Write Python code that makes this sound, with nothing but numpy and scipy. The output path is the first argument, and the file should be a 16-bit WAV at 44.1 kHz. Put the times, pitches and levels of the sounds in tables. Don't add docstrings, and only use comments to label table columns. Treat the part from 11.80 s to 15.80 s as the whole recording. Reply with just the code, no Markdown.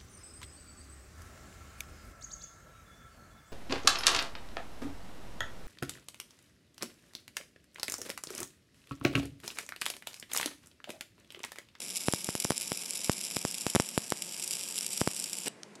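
import sys
import numpy as np
from scipy import signal
from scipy.fft import rfft, irfft
from scipy.io import wavfile
from scipy.ndimage import uniform_filter1d

SR = 44100
rng = np.random.default_rng(int(sys.argv[2]) if len(sys.argv) > 2 else 0)


def persist_wave(psi):
    counts = np.round(np.clip(psi, -1, 1) * 32767).astype(np.int16)
    wavfile.write(sys.argv[1], SR, np.atleast_2d(counts).T)


N = 176400

RIPPLE_HZ = 180.24
ARC_OFF_S = 3.683

# start_s, level_db (relative), sign of the pressure, crack_db (relative), sag_s
RESTRIKES = [(0.2843, -8, 1, -30, 0.0011), (0.3366, -12, 1, -27.5, 0.001), (0.4894, -15.5, -1, -38, 0.0011),
             (.5524, -17, -1, -27.5, 0.00095), (0.6502, -14.5, 1, -30, 0.0011),
             (0.7058, -8.5, 1, -25.5, 0.00073), (0.7194, -21, 1, -30, .0005),
             (.9187, -14.5, 1, -27.5, 0.00066), (1.2962, -7.5, 1, -28.5, .002),
             (1.5673, -16, -1, -24, .001), (1.6509, -12, 1, -28.5, 0.00083), (1.8664, -12, 1, -28, .0008),
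             (1.9501, -8.5, -1, -24.5, 0.0011), (1.9555, -15, -1, -20, 0.00097),
             (1.962, -7, 1, -32, 0.0014), (1.9994, -8, -1, -23.5, 0.0011), (2.1777, -8.5, 1, -25.5, .0011),
             (2.322, -7, 1, -26, 0.00027), (3.215, -9, 1, -28, 0.0013), (3.275, -9, -1, -28, 0.00084)]
# clear_s, level_db
SHORT_CIRCUITS = [(.135, -39), (.527, -40), (.811, -30), (1.107, -31.5), (1.134, -32), (1.498, -44),
                  (1.511, -30), (1.72, -44), (2.112, -38), (2.373, -36.5), (2.597, -32), (2.618, -36),
                  (2.769, -33), (3.009, -30.5), (3.333, -43), (3.456, -52)]


def undb(db):
    return 10 ** (np.asarray(db) / 20)


def unit(x):
    return x / np.sqrt(np.mean(x ** 2))


def colour(x, points, size=4096):
    hz, db = np.array(sorted(points)).T
    grid_hz = np.maximum(np.fft.rfftfreq(size, 1 / SR), 1)
    gain = undb(np.interp(np.log(grid_hz), np.log(hz), db))
    cepstrum = irfft(np.log(gain))
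    cepstrum[1:size // 2] *= 2
    cepstrum[size // 2 + 1:] = 0
    ring = irfft(np.exp(rfft(cepstrum)))
    return signal.fftconvolve(x, ring / np.sqrt(np.sum(ring ** 2)))[:N]


def cut(x, hz, kind, order=1):
    return signal.sosfilt(signal.butter(order, hz, kind, fs=SR, output="sos"), x)


def walk(rate_hz):
    step = int(SR / rate_hz)
    held = np.repeat(rng.standard_normal(N // step + 1), step)
    return unit(uniform_filter1d(held, step)[:N])


def sparks():
    sparks_per_s, spread_db, hiss_share = 5000, 4, 0.34
    struck = rng.random(N) < sparks_per_s / SR
    sign = np.sign(rng.standard_normal(N))
    clicks = struck * sign * undb(spread_db * rng.standard_normal(N))
    return unit(unit(clicks) + hiss_share * rng.standard_normal(N))


def bursts(rows, size=512):
    out, grain, age = np.zeros(N + size), sparks(), np.arange(size) / SR
    for start, db, length in rows:
        i = int(np.clip(start * SR, 0, N - size))
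        burst = grain[i:i + size] * np.exp(-(age / (1.22 * length)) ** 1.14)
        out[i:i + size] += undb(db) * burst * np.sqrt(.002 * SR / np.sum(burst ** 2))
    return out[:N]


def shop():
    shop_db = -55
    # frequency_hz, density_db (relative)
    shop_spectrum = [(25, -37), (55, -36), (100, -14), (150, -5), (190, 1.5), (260, -3.5), (380, -4.5),
                     (550, -7.5), (700, -9), (1300, -15.5), (1550, -14), (2000, -14), (3500, -23.5),
                     (8000, -27), (11000, -33), (16000, -60)]
    return undb(shop_db) * colour(rng.standard_normal(N), shop_spectrum)


def room(x, t):
    t60_s, first_echo_s, low_hz, high_hz = 0.28, .004, 1800, 7400
    room_db = -16.5
    tail = rng.standard_normal(N) * np.exp(-np.log(1000) * t / t60_s) * (t > first_echo_s)
    tail = tail / np.sqrt(np.sum(tail ** 2))
    tail = cut(cut(tail, high_hz, "low", order=2), low_hz, "high")
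    return undb(room_db) * signal.fftconvolve(x, tail)[:N]


def burning(t):
    short_s, short_db = .004, -12
    gate = 1. * (t < ARC_OFF_S)
    for relit, *_ in SHORT_CIRCUITS + RESTRIKES:
        gate[(t > relit - short_s) & (t < relit)] = undb(short_db)
    return uniform_filter1d(gate, size=30)


def slag(t):
    # start_s, level_db (at the onset, ahead of colouring), decay_s
    ticks = [(3.833, -26, 0.00051), (3.9535, -46.5, .005)]
    # frequency_hz, density_db (relative)
    slag_spectrum = [(200, -24), (1200, -3), (2000, -11), (3200, -2.5), (7500, -2), (11000, -14),
                     (15000, -40)]
    env = sum(undb(db) * (t >= start) * np.exp(-np.abs(t - start) / decay) for start, db, decay in ticks)
    return colour(env * rng.standard_normal(N), slag_spectrum)


def hum(t, gate):
    # multiple of the ripple, level_db (rms while the gate is 1)
    harmonics = [(1, -69.5), (2, -69), (3, -71), (4, -79.5), (5, -70.5), (7, -78.5), (9, -72)]
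    tones = 0
    for multiple, db in harmonics:
        turns = round(multiple) * RIPPLE_HZ * t + rng.random()
        tones = tones + np.sqrt(2) * undb(db) * np.sin(2 * np.pi * turns)
    return gate * tones


def roar(t, gate):
    roar_db, unrest_db, unrest_hz = -62.5, 1.06, 28
    tear_s, tear_db = 0.029, -35
    # frequency_hz, density_db (relative)
    gas_spectrum = [(30, -30), (80, -37.5), (130, -6.5), (190, 9), (280, -7.5), (400, -3.5), (600, -12),
                    (1000, -15.5), (1700, -22.5), (3000, -2), (8000, -55)]
    # frequency_hz, density_db (relative)
    tear_spectrum = [(50, -21), (170, 3.5), (600, 2.5), (1200, -9.5), (2600, -3.5), (6000, -14),
                     (14000, -38)]
    level = undb(roar_db + unrest_db * walk(unrest_hz))
    gas = colour(rng.standard_normal(N) * gate * level, gas_spectrum)
    stretch = np.clip((t - ARC_OFF_S + tear_s) / tear_s, 0, 1) ** .5
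    return gas + colour(sparks() * gate * stretch * undb(tear_db), tear_spectrum)


def pops(t):
    offset_db, low_hz, high_hz = 0.5, 138, 4300
    push = 0
    for start, db, sign, _, sag in RESTRIKES:
        fall = np.exp(-np.minimum(np.abs(t - start) / sag, 20))
        push = push + np.sign(sign) * undb(db + offset_db) * (t >= start) * fall
    return cut(cut(push, low_hz, "high", order=2), high_hz, "low", order=2)


def rippled_sizzle(t):
    first_crest_s = .0028
    ripple_db, scatter_db = 5, 2.5
    unrest_db, unrest_hz = 0.91, 34.88
    restrike_db, restrike_cycles = 12.5, 0.029
    cycle = (t - first_crest_s) * RIPPLE_HZ
    scatter = rng.standard_normal(N)[np.round(cycle + 1).astype(int)]
    wave_db = ripple_db * np.cos(2 * np.pi * cycle)
    swing = undb(wave_db + scatter_db * scatter + unrest_db * walk(unrest_hz))
    restrike = undb(restrike_db) * np.exp(-((cycle % 2 - .5) / restrike_cycles) ** 2)
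    return unit(swing + restrike) * sparks()


def flecks():
    flecks_per_s, fleck_db, spread_db = 55, 23, 2
    size_db = fleck_db + spread_db * np.clip(rng.standard_normal(N), -2, 2)
    return (rng.random(N) < flecks_per_s / SR) * undb(size_db)


def sizzle(t, gate):
    sizzle_db, spit_db, crack_offset_db = 0.5, -5, -0.5
    clear_s, crack_s = 0.00042, 0.00052
    spit_low_hz = 2640
    travel_start_s, travel_end_s = 0.69, 2.74
    # time_s, level_db (relative)
    burn = [(0, -42), (.55, -44.5), (1.03, -41.5), (1.56, -41.5), (1.82, -44), (2.45, -45), (2.6, -42.5),
            (2.75, -41), (3.36, -41.5), (3.55, -43.5), (3.65, -42.5)]
    # start_s, level_db (relative), length_s (nominal)
    spits = [(0.1017, -28.0, 0.00084), (0.1068, -27, 0.0012), (0.157, -22, 0.0016), (0.162, -24, 0.0019),
             (0.1686, -20, 0.001), (0.1739, -22.5, 0.0012), (0.2735, -27, 0.00078), (0.3242, -21, 0.0014),
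             (0.3458, -27.0, 0.0014), (0.4446, -21, 0.0014), (0.5053, -27.5, 0.0015), (0.6006, -17, 0.003),
             (0.6228, -23, 0.0022), (0.6454, -18, 0.0014), (0.7012, -22.5, 0.001), (0.779, -19.5, 0.0012),
             (0.8122, -25.5, 0.0016), (0.8185, -22, 0.00054), (0.8288, -27, 0.0014), (0.8781, -26, 0.0015),
             (0.9287, -25, 0.0023), (0.9735, -24.5, 0.0011), (1.0179, -28.5, 0.001), (1.0444, -33, 0.002),
             (1.1016, -30, 0.00065), (1.1078, -22, 0.00056), (1.1557, -24, 0.0016), (1.1622, -30, 0.0017),
             (1.1724, -25, 0.0019), (1.178, -29, 0.0022), (1.238, -32, 0.002), (1.2445, -20.5, 0.0016),
             (1.317, -21.5, 0.0018), (1.328, -25.0, 0.0014), (1.3321, -24, 0.0025), (1.4114, -26, 0.0017),
             (1.4385, -25, 0.0016), (1.4501, -24, 0.0011), (1.5116, -31, 0.00098), (1.5442, -36, 0.0019),
             (1.561, -22, 0.0021), (1.5895, -26.0, 0.0012), (1.6005, -41, 0.0021), (1.7118, -23.5, 0.001),
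             (1.7432, -22, 0.0021), (1.7497, -27, 0.0015), (1.782, -23.5, 0.0024), (1.8094, -23.5, 0.0021),
             (1.8161, -25, 0.0031), (1.8992, -20.5, 0.0029), (2.0044, -22, 0.0022), (2.0212, -25.0, 0.0009),
             (2.0882, -24.5, 0.0018), (2.1828, -25, 0.0017), (2.3031, -21.5, 0.0011),
             (2.4211, -19.5, 0.0018), (2.5976, -27, 0.0026), (2.6377, -24, 0.0016), (2.6422, -26, 0.0023),
             (2.6768, -22.5, 0.0016), (2.7089, -19, 0.0015), (2.715, -23, 0.0019), (2.7309, -22, 0.0019),
             (2.7355, -23.5, 0.0025), (2.7934, -28.0, 0.0016), (2.8871, -28.0, 0.0017),
             (2.9644, -30, 0.001), (2.9804, -18, 0.0005), (2.9867, -20, 0.0015), (3.009, -26.0, 0.0008),
             (3.0646, -18.5, 0.0012), (3.1304, -22.5, 0.0028), (3.1752, -19.5, 0.0017),
             (3.2087, -19, 0.0013), (3.3472, -30, 0.0025), (3.3635, -27, 0.0022), (3.3974, -22.5, 0.0023),
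             (3.4402, -20, 0.0033), (3.5302, -21, 0.0032), (3.5856, -24.5, 0.0011)]
    # start_s, level_db, length_s (nominal)
    snaps = [(3.6595, -30.5, 0.0018), (3.668, -33, 0.0011), (3.6737, -35, 0.00083), (3.6808, -25, 0.00094)]
    # frequency_hz, start_density_db (relative), end_density_db (relative)
    seam_spectra = [(150, -38, -33), (600, -18.5, -19.5), (1420, -18.5, -18.5), (1820, -23.5, -22),
                    (2256, -5.5, -7.5), (2750, -6.5, -5.5), (3600, -9, -9.5), (3990, -6.5, -8.5),
                    (4230, -13.5, -15), (4594, -8.5, -6), (5170, 0.5, -2.5), (5770, -3, -2), (6156, -8, -9),
                    (6450, -14.5, -16.5), (6955, -3.5, -2), (7310, -1.5, 0), (8560, -7, -2),
                    (8920, -9.5, -7), (9400, -5, -16), (9470, -3, -7.5), (10200, -5.5, -5),
                    (10900, -2.5, -4), (11550, -7.5, -9.5), (12200, -22, -14.5), (13000, -15.5, -18),
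                    (14000, -20, -21), (15200, -27, -28), (18000, -37, -55)]

    level = undb(sizzle_db + np.interp(t, *np.array(burn).T))
    steady = (rippled_sizzle(t) + flecks()) * gate * level
    clearings = [(cleared, db, clear_s) for cleared, db in SHORT_CIRCUITS]
    cracks = [(start, db + crack_offset_db, crack_s) for start, _, _, db, _ in RESTRIKES]
    spitting = undb(spit_db) * cut(bursts(spits), spit_low_hz, "high")
    crackle = steady + spitting + bursts(snaps + clearings + cracks)

    moved = np.clip((t - travel_start_s) / (travel_end_s - travel_start_s), 0, 1)
    first = colour(crackle, [(hz, db) for hz, db, _ in seam_spectra])
    last = colour(crackle, [(hz, db) for hz, _, db in seam_spectra])
    return (1 - moved) * first + moved * last


def scene():
    t = np.arange(N) / SR
    gate = burning(t)
    weld = slag(t) + hum(t, gate) + roar(t, gate) + pops(t) + sizzle(t, gate)
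    return (weld + room(weld, t) + shop())[None]


def record(dry):
    top_hz = 15500
    return signal.sosfilt(signal.ellip(8, .2, 70, top_hz, fs=SR, output="sos"), dry)


dry = scene()
out = record(dry)
persist_wave(out)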